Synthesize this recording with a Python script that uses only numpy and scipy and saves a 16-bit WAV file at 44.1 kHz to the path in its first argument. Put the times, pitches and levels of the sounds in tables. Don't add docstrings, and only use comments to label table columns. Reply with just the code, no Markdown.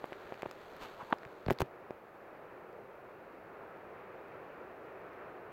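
import sys
import numpy as np
from scipy import signal
from scipy.fft import rfft, irfft, next_fast_len
from scipy.io import wavfile
from scipy.ndimage import uniform_filter1d

SR = 44100
rng = np.random.default_rng(int(sys.argv[2]) if len(sys.argv) > 2 else 0)


def generate_wav(sig):
    pcm = np.round(np.clip(np.atleast_2d(sig).T, -1, 1) * 32767).astype(np.int16)
    wavfile.write(sys.argv[1], SR, pcm)


N = 243431
TIME_S = np.arange(N) / SR

# freq_hz, density_db
SURF_SPECTRUM = [(25, -23.5), (70, -13), (170, -8), (270, -8.5), (375, 1), (560, -0.5), (1000, -6.5),
                 (1300, -6.5), (1800, -11.5), (2050, -15.5), (2500, -17), (3200, -31.5), (5500, -48.5),
                 (9000, -72)]
SKIN_SPECTRUM = [(150, 0), (400, 3.5), (1300, 5.5), (2400, -2), (3200, -4.5), (4400, -7), (5200, -18.5),
                 (6300, -16), (7700, -20.5), (9700, -28.5), (12000, -20.5), (16000, -28)]
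CRUNCH_SPECTRUM = [(500, 11), (2400, 12.5), (4400, 2.5), (6500, -1), (9600, -7), (12000, -8), (16000, -1)]
HISS_SPECTRUM = [(2000, 3.5), (4000, 2.5), (5500, -2), (9000, -6.5), (12000, -0.5), (15500, 2.5)]
# time_s, level_db
SURF_SWELL = [(0, -51), (.6, -53), (2.7, -52), (4.0, -50), (4.8, -49.5), (5.52, -50)]
# freq_hz, gain_db
PORT_RESPONSE = [(1000, 14.5), (4400, -3), (5300, -3), (6500, -11.5), (9600, -15.5), (12000, -7.5),
                 (16000, -11.5)]
# freq_hz, weight_db, t60_s
CASE_MODES = [(132, -21.5, 0.1), (383, -22.5, 0.048), (1700, -18.5, 0.0043), (2390, -20, 0.0074)]
# time_s, level_db, centre_hz
FINGER_TAPS = [(.0426, -26.5, 580), (.1231, -32, 554), (.3234, -30, 560), (.4220, -34, 1360),
               (.432, -27, 564), (.4570, -36, 565), (.4603, -28, 584), (.466, -47, 128), (1.031, -47, 186),
               (1.2331, -38, 1010), (1.2515, -39, 1500), (1.265, -50, 108), (1.5015, -24, 1170),
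               (1.908, -30.5, 457)]
# start_s, level_db, centre_hz
GRIT_TICKS = [(.0561, -43, 11900), (0.13, -35.5, 2620), (.342, -44, 2200), (0.4214, -34, 7000),
              (0.512, -34.5, 7100), (.766, -41, 10000), (1.103, -43, 10000), (1.185, -44, 3520),
              (1.4628, -35.5, 1990), (1.4825, -36, 2490), (1.5203, -34, 11000), (1.526, -32.5, 13000),
              (1.5325, -39, 12000), (1.5871, -33, 3500), (1.9068, -46.5, 3600)]
# time_s, level_db, sigma_s, pitch_hz
FINGER_DRAGS = [(0.827, -61, 0.023, 1410), (1.015, -43.5, 0.014, 970), (1.113, -47.5, 0.014, 910)]
# time_s, level_db, centre_hz
CREAK_SLIPS = [(1.1265, -16.5, 1360), (1.1299, -15.5, 886), (1.139, -36, 895)]
# time_s, level_db, centre_hz, heave_db, crunch_db
HAND_KNOCKS = [(1.4657, -36, 350, -33.5, -62), (1.4854, -22.5, 416, -27, -41),
               (1.507, -16.5, 510, -30, -27), (1.5145, -26, 376, -34, -42), (1.6056, -21.5, 534, -38, -26),
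               (1.6184, -20.5, 630, -27, -27.5)]
# peak_s, level_db
BREAKER_PEAKS = [(2.79, -52.5), (3.37, -54), (4.62, -52.5), (4.85, -50.5), (5.08, -54)]

SCUFF_S, SCUFF_RISE_S, SCUFF_FALL_S = 0.823, 0.0094, 0.039


def undb(db):
    return 10 ** (np.asarray(db) / 20)


def unit(x):
    return x / np.sqrt(np.mean(x ** 2))


def shape(x, spectrum):
    size = next_fast_len(N)
    hz, db = np.transpose(spectrum)
    bin_hz = np.fft.rfftfreq(size, 1 / SR) + 1
    gain = undb(np.interp(np.log(bin_hz), np.log(hz), db))
    return irfft(rfft(x, size) * gain, size)[:N]


def colour(x, spectrum):
    return unit(shape(x, spectrum))


def resonate(x, hz, q):
    w = 2 * np.pi * min(hz, SR * 4 / 9) / SR
    a = np.sin(w) / (2 * q)
    return signal.lfilter([a, 0, -a], [1 + a, -2 * np.cos(w), 1 - a], x)


def band_noise(hz, q):
    return unit(resonate(resonate(rng.standard_normal(N), hz, q), hz, q))


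def wander(rate_hz):
    hold = int(SR / rate_hz)
    steps = np.repeat(rng.standard_normal(N // hold + 1), hold)
    return unit(uniform_filter1d(uniform_filter1d(steps, hold), hold)[:N])


def grains(rate_hz):
    return (rng.random(N) < rate_hz / SR) * rng.standard_normal(N)


def burst(peak_s, rise_s, fall_s):
    return np.exp(-np.maximum((peak_s - TIME_S) / rise_s, (TIME_S - peak_s) / fall_s))


def add(out, start_s, sound):
    i = max(int(start_s * SR), 0)
    out[i:i + len(sound)] += sound[:N - i]


def surf(calm_db=-51.5, calm_foam_db=-1.0, foam_db_per_db=0.58, churn_db=0.5, surge_db=0.7, bands=9):
    level_db = np.interp(TIME_S, *np.transpose(SURF_SWELL))
    foam_db = calm_foam_db + foam_db_per_db * (level_db - calm_db)
    size = next_fast_len(N)
    rush = rfft(colour(rng.standard_normal(N), SURF_SPECTRUM), size)
    bin_hz = np.fft.rfftfreq(size, 1 / SR) + 1
    octave = np.clip(np.log2(bin_hz / 40), 0, bands - 1)
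    out = 0
    for k in range(bands):
        band = irfft(rush * np.maximum(1 - abs(octave - k), 0), size)[:N]
        has_foam = k >= 5
        out += band * undb(churn_db * wander(rate_hz=12) + has_foam * foam_db)
    return unit(out) * undb(level_db + surge_db * wander(rate_hz=5.1))


def skin_slide(slide_db=-59.5, creep_db=-65, rest_db=-75, scuff_db=-47, scatter_db=1.5, grit_db=-16):
    grip_s, settle_s, ease_s = 1.14, 1.66, 0.02
    slips = grains(rate_hz=5000) * undb(scatter_db * rng.standard_normal(N))
    grit = undb(grit_db) * colour(grains(rate_hz=53), PORT_RESPONSE)
    steady_db = np.interp(TIME_S, [grip_s, grip_s + ease_s, settle_s, settle_s + ease_s],
                          [slide_db, creep_db, creep_db, rest_db])
    effort = undb(steady_db) + undb(scuff_db) * burst(SCUFF_S, SCUFF_RISE_S, SCUFF_FALL_S)
    return (colour(slips, SKIN_SPECTRUM) + grit) * effort


def swings(rows, span_rad, edge_gain, edge_ratio=2.7, size=1400):
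    t = (np.arange(size) - size / 2) / SR
    out = np.zeros(N)
    for s, db, hz in rows:
        phase = 2 * np.pi * hz * t
        soft = np.sin(phase) * np.exp(-(phase / span_rad) ** 2 / 2)
        hard = edge_ratio * phase * np.exp((1 - (edge_ratio * phase) ** 2) / 2)
        add(out, s + t[0], undb(db) * (soft / soft.max() + edge_gain * hard))
    return out


def case(pushes, ring_db=5):
    ring = 0
    for hz, db, t60_s in CASE_MODES:
        q = np.pi * hz * t60_s / np.log(1000)
        ring += undb(db) * np.sqrt(hz * t60_s) * resonate(pushes, hz, q)
    return pushes + undb(ring_db) * ring


def taps():
    return case(swings(FINGER_TAPS, span_rad=1.59, edge_gain=0.26))


def cracks(rows, t60_s=0.0059, q=0.48, size=700):
    out = np.zeros(N)
    decay = np.exp(-np.log(1000) * np.arange(size) / SR / t60_s)
    for s, db, hz in rows:
        noise = rng.standard_normal(size) * decay
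        crack = resonate(resonate(noise, hz, q), hz, q)
        add(out, s, undb(db) * crack / abs(crack).max())
    return shape(out, PORT_RESPONSE)


def ticks(clack_gain_db=-9.5, clack_hz=2300):
    clacks = [(s, db + clack_gain_db, clack_hz) for s, db, _ in GRIT_TICKS]
    return cracks(GRIT_TICKS) + cracks(clacks)


def stray_grit(gain_db=-50):
    return undb(gain_db) * shape(grains(rate_hz=2.1), PORT_RESPONSE)


def scuff_rasp(level_db=-57):
    return undb(level_db) * band_noise(hz=2860, q=2.1) * burst(SCUFF_S, SCUFF_RISE_S, SCUFF_FALL_S)


def drags():
    return sum(undb(db) * band_noise(hz, q=1.8) * np.exp(-((TIME_S - s) / sigma_s) ** 2 / 2)
               for s, db, sigma_s, hz in FINGER_DRAGS)


def creak(rasp_gain_db=-13.5, rasp_hz=2890, flex_s=1.1281, flex_db=-26, flex_hz=266):
    rasps = [(s, db + rasp_gain_db, rasp_hz) for s, db, _ in CREAK_SLIPS]
    return swings(CREAK_SLIPS + rasps + [(flex_s, flex_db, flex_hz)], span_rad=3.54, edge_gain=0)


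def knocks(heave_hz=109, shudder_gain_db=-18, crunch_gain_db=-12, snap_gain_db=1.5, snap_hz=12000):
    snap_lead_s, heave_lag_s, shudder_lag_s = 0.00041, 0.00438, 0.0074
    blows, heaves, snaps = [], [], []
    shudder_env = crunch_env = 0
    for s, db, hz, heave_db, crunch_db in HAND_KNOCKS:
        blows.append((s, db, hz))
        heaves.append((s + heave_lag_s, heave_db, heave_hz))
        snaps.append((s - snap_lead_s, crunch_db + snap_gain_db, snap_hz))
        shudder_env += undb(db + shudder_gain_db) * burst(s + shudder_lag_s, 0.0055, 0.0081)
        crunch_env += undb(crunch_db + crunch_gain_db) * burst(s, 0.0039, 0.0031)
    pushes = swings(blows, span_rad=1.3, edge_gain=0.3) + swings(heaves, span_rad=1.7, edge_gain=0.17)
    snap = cracks(snaps)
    shudder = shudder_env * band_noise(hz=322, q=0.96)
    crunch = crunch_env * colour(grains(rate_hz=3000), CRUNCH_SPECTRUM)
    return case(pushes + shudder) + snap + crunch


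def breakers():
    envelope = sum(undb(db) * burst(s, rise_s=0.035, fall_s=0.05) for s, db in BREAKER_PEAKS)
    return envelope * band_noise(hz=430, q=1.54)


def scene():
    hand = skin_slide() + scuff_rasp() + drags() + taps() + knocks() + creak()
    return (surf() + breakers() + hand + ticks() + stray_grit())[None]


def record(dry, hiss_db=-76.5, cutoff_hz=15850):
    hiss = undb(hiss_db) * colour(rng.standard_normal(N), HISS_SPECTRUM)
    lowpass = signal.ellip(10, 0.2, 70, cutoff_hz, fs=SR, output="sos")
    return signal.sosfilt(lowpass, dry + hiss)


dry = scene()
out = record(dry)
generate_wav(out)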